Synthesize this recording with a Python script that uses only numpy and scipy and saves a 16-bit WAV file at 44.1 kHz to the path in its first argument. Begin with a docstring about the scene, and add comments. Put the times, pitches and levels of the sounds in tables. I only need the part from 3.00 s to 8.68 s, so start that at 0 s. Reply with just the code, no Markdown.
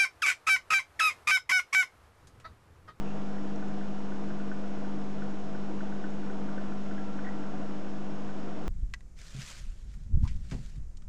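"""Mains-driven pumps of a reef aquarium drone through tank and cabinet, heard just outside the glass.
Free-running rotors beat against the drone; an impeller buzzes faintly, one chatter per turn.
Turbulent water rushes and rings the tank. Bubbles plop in the overflow, with short room reflections.
Fine spray ticks and electronics whine thinly."""
import sys
import numpy as np
from scipy import signal
from scipy.fft import rfft, irfft
from scipy.io import wavfile
from scipy.ndimage import uniform_filter1d

SR = 44100
rng = np.random.default_rng(int(sys.argv[2]) if len(sys.argv) > 2 else 0)


def wav_record(signal):
    """Record a signal, one row per channel, as 16-bit PCM in the file named by sys.argv[1]."""
    frames = np.transpose(np.atleast_2d(signal))
    bounded = np.clip(frames, -1, 1)
    # unit amplitude maps onto the largest positive 16-bit level
    quanta = np.round(bounded * 32767).astype(np.int16)
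    wavfile.write(sys.argv[1], SR, quanta)


N = 250488
TIME_S = np.arange(N) / SR
RING_CYCLES = 56  # bubble decay to -60 dB: low ones ring longer

# electronic whine: f/Hz, level/dB
WHINE_TONES = [(4810.5, -89), (5397.8, -72.5), (6222.2, -85.5), (6666.7, -82)]
# impeller buzz envelope: f/Hz, level/dB per harmonic
BUZZ_SPECTRUM = [(2300, -88), (2650, -85), (2860, -80), (3060, -86), (3250, -88), (3450, -83),
                 (3800, -98.5)]
# water and room noise: f/Hz, relative density/dB
RUSH_SPECTRUM = [(20, -31), (50, -25.5), (90, -17), (150, -12), (230, -9.5), (330, -7), (420, -11.5),
                 (570, -13), (750, -12), (1100, -17), (1650, -21.5), (2150, -26.5), (3000, -28.5),
                 (4400, -35), (6700, -36.5), (8000, -43)]
# tank and cabinet resonances: f/Hz, width/Hz, lift/dB
TANK_MODES = [(148, 12, 9), (192, 24, 5), (280, 26, 6), (310, 12, 7), (357, 43, 5), (465.5, 18, 6.5),
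              (487.6, 22, 5.5), (637, 29, 7), (721, 66, 3.5), (954, 23, 3), (1460, 80, 4)]
# ring of a bubble and the water around it: f/pitch, relative level/dB
BUBBLE_MODES = [(0.799, -21.5), (1, 0), (1.18, -10.5)]
# clear spray ticks: t/s, peak before trim/dB, f/Hz
SPRAY_TICKS = [(0.5606, -47, 5900), (.6846, -51, 7000), (2.4012, -55, 6500), (3.1056, -54, 7000),
               (5.2497, -53, 7000), (5.2766, -54, 7000)]
# water spurts: t/s, length/s, level/dB per bubble, f/Hz
SPURT_EVENTS = [(0.008, 0.016, -59, 2940), (0.054, .06, -57, 2640), (4.243, .05, -47, 1950)]
# clear overflow bubbles: t/s, peak before trim/dB, f/Hz
OVERFLOW_PLOPS = [(.343, -45, 1620), (0.507, -45, 1450), (.625, -39, 1476), (.772, -37.5, 734),
                  (.811, -41, 1495), (1.118, -40.5, 1500), (1.306, -43, 1450), (1.399, -40.5, 1460),
                  (1.515, -33, 1495), (1.846, -40.5, 1486), (2.22, -36, 1484), (2.548, -39.5, 1490),
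                  (2.8057, -36, 1480), (2.923, -39.5, 1490), (3.0404, -35.5, 1506), (3.066, -43, 1480),
                  (3.23, -42, 1460), (3.30, -39, 1486), (3.488, -39, 1475), (3.5795, -34.6, 1500),
                  (3.721, -39, 1465), (3.911, -39, 1480), (3.979, -38, 1650), (4.1893, -36.5, 1484),
                  (4.39, -36.5, 301), (4.537, -38, 737), (4.576, -34, 298), (5.29, -42, 1500)]
# rotor tones, not mains-locked: f/Hz, level/dB
ROTOR_TONES = [(127.9, -65), (186.6, -55), (213.2, -67.5), (298.6, -53), (319.9, -60), (534.3, -65.5),
               (559.9, -65), (746.3, -61), (895.6, -75.5), (932.7, -69.5), (1023.5, -67), (1194.1, -66)]
# swell of a faint singing tone: t/s, level/dB
SINGING_LEVEL = [(0, -65.5), (3.2, -71), (3.7, -62.5), (4.15, -58), (4.5, -62.5), (4.9, -74), (5.7, -63)]
# weaker pump tones: f/mains, level/dB
PUMP_HARMONICS = [(1, -82), (2, -56.5), (3, -51), (5, -55), (6, -61.5), (7, -66.5), (8, -58), (9, -59),
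                  (10, -57.5), (13, -61.5), (14, -64), (16, -67.5), (17, -78.5), (21, -81), (27, -78)]
# main pump tone at the listener: t/s, level/dB
PUMP_LEVEL = [(0.05, -39.5), (.5, -38.5), (2.1, -38.5), (2.55, -41), (2.8, -39), (4.0, -39), (4.4, -41),
              (5.65, -42.5)]


def gain(db):
    """dB to amplitude."""
    return 10 ** (np.asarray(db) / 20)


def unit_rms(x):
    """Scale to rms 1."""
    return x / np.sqrt(np.mean(x ** 2) + 1e-20)


def spectrum_db(table, hz):
    """Interpolate a spectrum over log frequency."""
    table_hz, db = np.transpose(table)
    return np.interp(np.log(hz + 1), np.log(table_hz + 1), db)


def add(mix, start_s, sound):
    """Mix in a sound at start_s."""
    part = mix[max(round(start_s * SR), 0):][:len(sound)]
    part += sound[:len(part)]


def decay(t, t60_s):
    """Exponential fall, -60 dB at t60_s."""
    return np.exp(-np.log(1000) * t / t60_s)


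def drift(rate_hz):
    """Slow noise up to about rate_hz, rms 1."""
    hz = np.fft.rfftfreq(N, 1 / SR)
    return unit_rms(irfft(rfft(rng.standard_normal(N)) * (hz > 0) / (1 + (hz / rate_hz) ** 4), N))


def tone(hz, shift_rad=0):
    """Sine of rms 1, random start phase."""
    return np.sqrt(2) * np.sin(2 * np.pi * (hz * TIME_S + rng.random()) + shift_rad)


def room(x, t60_s=.31, wet_db=-5, first_s=.003, echoes_per_s=2000):
    """Add scattered reflections from hood and walls."""
    t = np.arange(SR // 3) / SR
    taps = rng.choice([-1., 1.], len(t)) * (rng.random(len(t)) < echoes_per_s / SR) * (t > first_s)
    tail = taps * decay(t, t60_s)
    return x + gain(wet_db) * signal.fftconvolve(x, tail / np.linalg.norm(tail))[:N]


def whine():
    """Steady thin tones of the electronics."""
    return sum(gain(db) * tone(hz) for hz, db in WHINE_TONES)


def impeller(turn_hz=49.31, slip_s=4e-5):
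    """One chatter per turn: a comb of faint high harmonics."""
    slip_rad_per_hz = 2 * np.pi * slip_s * drift(1.2)
    comb_hz = turn_hz * np.arange(47, 77)
    return sum(gain(spectrum_db(BUZZ_SPECTRUM, hz)) * tone(hz, hz * slip_rad_per_hz) for hz in comb_hz)


def water(level_db=-43.5, churn_db=.5, surge_db=.5, surge_hz=2.5, churn_top_hz=2000):
    """Turbulent flow rings the tank; the lows surge and churn, the hiss stays smooth."""
    hz = np.fft.rfftfreq(N, 1 / SR)
    modes_db = sum(db / (1 + (2 * (hz - mode_hz) / width_hz) ** 2) for mode_hz, width_hz, db in TANK_MODES)
    colour = gain(spectrum_db(RUSH_SPECTRUM, hz) + modes_db)
    rush = unit_rms(irfft(rfft(rng.standard_normal(N)) * colour, N))
    band_hz, frame_s, cells = signal.stft(rush, SR, nperseg=1024, noverlap=768)
    patches = uniform_filter1d(rng.standard_normal(cells.shape), size=12, axis=1)
    patches = unit_rms(uniform_filter1d(patches, size=7, axis=0))
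    swing_db = churn_db * patches + surge_db * np.interp(frame_s, TIME_S, drift(surge_hz))
    cells *= gain(swing_db / (1 + (band_hz[:, None] / churn_top_hz) ** 4))
    return gain(level_db) * signal.istft(cells, SR, nperseg=1024, noverlap=768)[1][:N]


def plop(hz, t60_s, rise_cycles=1.613):
    """One bubble swells into its ring and dies away; peak 1."""
    t = np.arange(SR // 6) / SR
    envelope = (1 - np.exp(-(t * hz / rise_cycles) ** 2)) * decay(t, t60_s)
    cycles = hz * t - rise_cycles  # modes in phase at the end of the swell
    ring = envelope * sum(gain(db) * np.sin(2 * np.pi * ratio * cycles) for ratio, db in BUBBLE_MODES)
    return ring / abs(ring).max()


def swarm(count, level_db, spread_db, centre_hz, spread_oct, t60_s):
    """Bubbles at random times, scattered in level and pitch."""
    out = np.zeros(N)
    starts_s = rng.random(count) * N / SR
    for start_s, (strength, pitch) in zip(starts_s, rng.standard_normal((count, 2)).clip(-2, 2)):
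        hz = centre_hz * 2 ** (spread_oct * pitch)
        add(out, start_s, gain(level_db + spread_db * strength) * plop(hz, t60_s))
    return out


def spray(t60_s=.006, trim_db=.5):
    """Tiny bubbles burst at the surface: some clear, the rest faint."""
    out = swarm(12, level_db=-59, spread_db=1.8, centre_hz=7060, spread_oct=.08, t60_s=t60_s)
    for start_s, db, hz in SPRAY_TICKS:
        add(out, start_s, gain(db + trim_db) * plop(hz, t60_s))
    return out


def spurts(t60_s=.04, bubbles_per_s=200, detune=.035):
    """Each spurt sheds bubbles of nearly one size: a short pitched gurgle."""
    out, t = np.zeros(N), np.arange(SR // 10) / SR
    for start_s, length_s, db, hz in SPURT_EVENTS:
        count = max(round(length_s * bubbles_per_s), 1)
        for k, (jitter, pitch) in enumerate(rng.uniform(-1, 1, (count, 2))):
            ring = decay(t, t60_s) * np.sin(2 * np.pi * hz * (1 + detune * pitch) * t)
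            delay_s = length_s * (k + (jitter + 1) / 2) / count
            add(out, start_s + delay_s, gain(db) * ring)
    return out


def trickle(hz=1477):
    """Soft overflow plops of nearly one size, plus many small mixed bubbles."""
    soft = swarm(14, level_db=-45.5, spread_db=2, centre_hz=hz, spread_oct=.05, t60_s=RING_CYCLES / hz)
    mixed = swarm(170, level_db=-53.5, spread_db=2.8, centre_hz=1258, spread_oct=.4, t60_s=.03)
    return soft + mixed


def overflow(trim_db=-1, rise_cycles=2.267):
    """Single bubbles ring clearly, from low glugs to bright plops."""
    out = np.zeros(N)
    for start_s, db, hz in OVERFLOW_PLOPS:
        add(out, start_s, gain(db + trim_db) * plop(hz, RING_CYCLES / hz, rise_cycles))
    return out


def rotors(wander_rad=.45, wander_ref_hz=186.6, waver_db=1.9, singing_hz=1360):
    """Free-running rotors and a singing tone; water load sways phase and level."""
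    singing_db = np.interp(TIME_S, *np.transpose(SINGING_LEVEL))
    out = np.zeros(N)
    for hz, db in [*ROTOR_TONES, (singing_hz, singing_db)]:
        load = drift(2.8)
        shift_rad = wander_rad * np.sqrt(hz / wander_ref_hz) * load
        out += gain(db + waver_db * load[::-1]) * tone(hz, shift_rad)
    return out


def pump(mains_hz=50, main_tone_hz=200, waver_db=.5):
    """Magnet drive shakes the tank at mains multiples; main tone level follows the listening spot."""
    main = gain(np.interp(TIME_S, *np.transpose(PUMP_LEVEL))) * tone(main_tone_hz)
    harmonics = sum(gain(db) * tone(order * mains_hz) for order, db in PUMP_HARMONICS)
    return (main + harmonics) * gain(waver_db * drift(5.9))


def scene():
    """Machinery and water, mono."""
    machines = pump() + rotors() + impeller() + whine()
    return (machines + water() + room(overflow() + trickle() + spurts()) + spray())[None]


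def record(dry):
    """DC offset and treble cut."""
    dc_offset, cutoff_hz = -.0482, 8300
    lowpass = signal.firwin(161, cutoff_hz, window=("kaiser", 8), fs=SR)
    return signal.oaconvolve(dry + dc_offset, lowpass[None], "same")


dry = scene()
out = record(dry)
wav_record(out)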